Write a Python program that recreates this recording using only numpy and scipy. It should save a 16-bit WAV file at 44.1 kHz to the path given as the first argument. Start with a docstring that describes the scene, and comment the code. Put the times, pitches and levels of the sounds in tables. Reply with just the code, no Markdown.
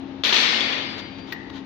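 """Steel machine door clanking shut

A first contact, then the full blow and a short rattle: the steel cracks, the frame knocks, and the
door rings on into a hard-walled workshop over a machine hum. A hand brushes the door; its knob clicks
once, with a faint after-tick. A limiter ducks just ahead of the blows and recovers as the ring dies."""
import sys
import numpy as np
from scipy import signal
from scipy.fft import rfft, irfft, next_fast_len
from scipy.io import wavfile
from scipy.ndimage import uniform_filter1d, minimum_filter1d

SR = 44100
rng = np.random.default_rng(int(sys.argv[2]) if len(sys.argv) > 2 else 0)


def generate_wav(signal):
    """Clip the signal to [-1, 1] and save it as 16-bit WAV at the path in sys.argv[1]."""
    frames = np.transpose(np.atleast_2d(signal))
    scaled = np.clip(frames, -1, 1) * 32767
    pcm = np.round(scaled).astype(np.int16)
    wavfile.write(sys.argv[1], SR, pcm)


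N = 72765

# blows of the door (time [s], level [dB], crack re blow [dB], frame knock re blow [dB])
BLOWS = [(0.2354, -5.5, 0, -9), (0.3238, -3, 8, 5), (0.3425, -12, 6, -8), (0.3622, -13, 17, -6)]
DIRECT_LIKENESS = .32  # left-right correlation of direct sounds above the bass


def door():
    """Each blow cracks, knocks the frame and sets the steel ringing; rattles add short cracks."""
    # light rattles as the door seats (time [s], level [dB])
    rattles = [(0.248, 3.5), (0.2587, -5), (0.2686, -6), (0.2915, -0.5), (0.3515, -4), (0.3795, -1),
               (0.606, -5), (0.6703, -18.5), (0.728, -16)]
    # colour of the bare contact (frequency [Hz], level [dB])
    crack_colour = [(120, -35), (400, -0.5), (1100, -8.5), (2000, -13), (3600, 8), (4500, -14.5),
                    (5500, -25), (7000, -20), (8500, -50), (15000, -49)]
    # colour of the frame's dull knock (frequency [Hz], level [dB])
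    knock_colour = [(50, -45), (130, -28), (300, -8), (600, -7), (850, -5), (1120, 2), (1500, -8),
                    (2500, -20), (8000, -60)]
    # clear modes of the door (frequency [Hz], level [dB], t60 [s])
    door_modes = [(226, -22, 1.6), (1520, -20, 1.0), (1799, -18.5, 1.3), (1851, -20, 1.3), (2112, -22, 1.6),
                  (2172, -18, 1.4), (2441, -19, 1.4), (2913, -17, 1.1), (3075, -15, 1.2), (3340, -14, 1.0),
                  (3446, -16, 1.0), (3479, -14, 1.1), (3746, -15, 1.2), (4676, -19, 1.75),
                  (5254, -18, 1.05), (7601, -27, .72), (7690, -33, .65), (8597, -39, .72), (9711, -35, .65),
                  (11298, -29, .46), (12060, -35, .5), (14620, -27, .28), (15432, -33, .45)]
    contacts = [(s, db + crack_db) for s, db, crack_db, _ in BLOWS] + rattles
    crack_power = sum((undb(db) * fade(since(s), t60=.04)) ** 2 for s, db in contacts)
    cracks = noise(crack_colour, DIRECT_LIKENESS) * np.sqrt(crack_power)
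    knock_level = sum(undb(db + knock_db) * fade(since(s), t60=.031) for s, db, _, knock_db in BLOWS)
    knocks = noise(knock_colour) * knock_level
    ring = sum(undb(db) * ring_envelope(t60, build_s=.07) * echoing_tone(hz)
               for hz, db, t60 in door_modes)
    return cracks + knocks + undb(3) * ring + dense_ring()


def dense_ring(bands=9):
    """Countless modes of door and hall bloom into a wash after each blow; the treble dies first."""
    # colour of the wash (frequency [Hz], level [dB])
    colour = [(100, -25.5), (220, -8.5), (500, -11), (900, -11), (1450, -8.5), (2200, -2), (3500, -1.5),
              (4400, -1), (5000, -11.5), (6300, -13), (7300, -30.5), (8200, -39), (15000, -54)]
    # its decay (frequency [Hz], t60 [s])
    decay = [(200, 1.26), (700, 1.5), (2200, 1.192), (3800, 1.025), (6500, 0.86), (10000, 0.3)]
    size = next_fast_len(N, True)
    spectrum, hz = rfft(noise(colour), size), np.arange(size // 2 + 1) * SR / size
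    centres = np.geomspace(decay[0][0], decay[-1][0], bands)
    wash = 0
    for centre, weights in zip(centres, np.eye(bands)):
        band = irfft(spectrum * along(np.c_[centres, weights], hz), size)[:, :N]
        wash = wash + band * ring_envelope(along(decay, centre), build_s=.012)
    return undb(1.5) * wash


def ring_envelope(t60, build_s):
    """Amplitude of a resonance that every blow feeds with energy: it builds up, then dies away."""
    feed = np.zeros(N)
    for s, db, _, _ in BLOWS:
        feed[int(s * SR)] += undb(db) ** 2
    decay, build = np.exp(-2 * np.log(1000) / (t60 * SR)), np.exp(-1 / (build_s * SR))
    energy = signal.lfilter([1], [1, -decay], feed)
    return np.sqrt(signal.lfilter([1 - build], [1, -build * decay], energy))


def echoing_tone(hz, flutter_hz=20, steady_gain=.9):
    """A partial heard through the hall: a steady part plus reflections that flutter on each side."""
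    echoes = np.array([waver(flutter_hz) + 1j * waver(flutter_hz) for _ in range(2)]) / np.sqrt(2)
    steady = steady_gain * np.exp(1j * rng.uniform(0, 2 * np.pi, (2, 1)))
    return np.real((steady + echoes) * np.exp(2j * np.pi * hz * since(0))) / np.hypot(1, steady_gain)


def knob():
    """A small metal tick with a short ring that hangs on in the hall."""
    # click and faint after-tick (time [s], level [dB])
    clicks = [(1.322, -19.5), (1.5, -48)]
    # modes of the knob (frequency [Hz], level [dB], t60 [s])
    knob_modes = [(1866, 2, 0.053), (1903, 8, 0.043), (2860, -21, 0.11), (4770, -2.5, 0.019),
                  (9750, -34, 0.046), (14750, -11.5, 0.06)]
    # colour of the tick (frequency [Hz], level [dB])
    tick_colour = [(300, -27), (900, 1.5), (1900, 5.5), (3000, 1), (4800, 2), (6500, -15.5), (8500, -41),
                   (15000, -24)]
    # colour of its tail in the hall (frequency [Hz], level [dB])
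    tail_colour = [(300, -37), (900, -16), (1600, -16), (1830, 1.5), (1980, 4), (2150, -14.5), (4800, -23),
                   (6500, -36.5), (8500, -59), (15000, -59)]
    tick = undb(-.5) * noise(tick_colour, DIRECT_LIKENESS)
    tail = undb(-15.5) * noise(tail_colour)
    out = 0
    for s, db in clicks:
        age = since(s)
        click = modes(knob_modes, age) + tick * fade(age, t60=.04) + tail * fade(age, t60=1)
        out = out + undb(db) * click
    return out


def hand():
    """Hand and sleeve rub the door in soft, brief swells."""
    # brush strokes (time [s], half length [s], level [dB])
    strokes = [(0.991, 0.013, -31.5), (1.191, 0.0094, -42), (1.303, 0.027, -41), (1.502, 0.0025, -36),
               (1.567, 0.025, -39.5)]
    # colour of the rubbing (frequency [Hz], level [dB])
    colour = [(300, -7), (900, 8.5), (2000, 2.5), (3700, 8.5), (5000, -6), (6500, -9), (8000, -36.5),
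              (15000, -28.5)]
    swells = sum(undb(db) * np.exp(-.5 * ((since(0) - s) / half) ** 2) for s, half, db in strokes)
    return noise(colour, DIRECT_LIKENESS) * swells


def workshop(drone_hz=271.5, waver_hz=9, waver_db=1.2, drift_rad=.3, rumble_fall_db_per_s=.85):
    """Wavering machine tones over the slowly sinking rumble of the hall."""
    # contour of the main hum (time [s], level [dB])
    drone_contour = [(0, -34.5), (0.2, -35.5), (0.6, -35), (1.05, -43), (1.2, -39), (1.42, -40.5),
                     (1.56, -34.5), (1.65, -37.5)]
    # weaker machine tones (frequency [Hz], level [dB])
    weak_tones = [(97, -53.5), (198, -47), (352, -50.5), (801, -53), (901, -54)]
    # colour of the rumble (frequency [Hz], level [dB])
    rumble_colour = [(25, -27), (45, -15), (90, -5.5), (130, -7), (200, -4.5), (320, -1), (480, -11),
                     (800, -15), (1400, -20), (2000, -22), (3800, -24), (5200, -37), (6500, -43),
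                     (8000, -79), (15000, -67)]
    t = since(0)
    drone_db = np.interp(t, *np.array(drone_contour).T)
    hum = 0
    for hz, db in [(drone_hz, drone_db)] + weak_tones:
        amplitude = np.sqrt(2) * undb(db + waver_db * waver(waver_hz))
        hum = hum + amplitude * np.sin(2 * np.pi * hz * t + drift_rad * waver(waver_hz))
    return hum + noise(rumble_colour) * undb(-36 - rumble_fall_db_per_s * t)


def modes(table, age):
    """Decaying partials that reach left and right in a chance phase."""
    phases = rng.uniform(0, 2 * np.pi, (len(table), 2, 1))
    return sum(undb(db) * fade(age, t60) * np.sin(2 * np.pi * hz * age + phase)
               for (hz, db, t60), phase in zip(table, phases))


def noise(colour, likeness=0, mono_below_hz=460):
    """Coloured stereo noise, rms 1, narrowing to mono in the bass."""
    size = next_fast_len(N, True)
    hz = np.arange(size // 2 + 1) * SR / size
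    alike = np.clip(likeness + 1 / (1 + (hz / mono_below_hz) ** 4), 0, 1)
    mid, side = rfft(rng.standard_normal((2, size)))
    stereo = mid * np.sqrt(1 + alike) + side * np.sqrt(1 - alike) * np.array([[1], [-1]])
    out = irfft(stereo * undb(along(colour, hz)), size)[:, :N]
    return out / out.std()


def waver(rate_hz):
    """Smoothed sample-and-hold modulation, rms 1."""
    hold = int(SR / rate_hz)
    held = rng.standard_normal(256)[np.arange(N) // hold % 256]
    out = uniform_filter1d(uniform_filter1d(held, hold), hold)
    return (out - out.mean()) / out.std()


def fade(age, t60, attack_s=.0017):
    """A very quick rise and an exponential decay."""
    return (1 - np.exp(-(age / attack_s) ** 2)) * np.exp(-np.log(1000) * age / t60)


def since(start):
    """Seconds since a moment, zero before it."""
    return np.maximum(np.arange(N) / SR - start, 0)


def along(table, hz):
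    """Read (frequency, value) points on a log-frequency axis."""
    table = np.array(table, float)
    return np.interp(np.log(hz + 1e-3), np.log(table[:, 0]), table[:, 1])


def undb(db):
    """Decibels to gain."""
    return 10 ** (np.asarray(db) / 20)


def scene():
    """Door, knob, hand and workshop together."""
    return door() + knob() + hand() + workshop()


def record(dry):
    """A look-ahead limiter with slow release, a weaker right channel and a steep top cut."""
    limit_db, detect_s, lookahead_s, release_db_per_s = -10, .003, .011, 30.5
    right_db, top_hz = -9, 15900
    power = uniform_filter1d(dry ** 2, int(detect_s * SR), axis=1).max(axis=0)
    duck_db = np.minimum(limit_db - 10 * np.log10(np.maximum(power, 1e-12)), 0)
    duck_db = minimum_filter1d(duck_db, 2 * int(lookahead_s * SR) + 1)
    recovery_db = release_db_per_s * since(0)
    gain_db = uniform_filter1d(np.minimum.accumulate(duck_db - recovery_db) + recovery_db, size=64)
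    out = dry * undb(gain_db) * undb([[0], [right_db]])
    return signal.sosfilt(signal.ellip(8, .2, 70, top_hz, fs=SR, output="sos"), out)


dry = scene()
out = record(dry)
generate_wav(out)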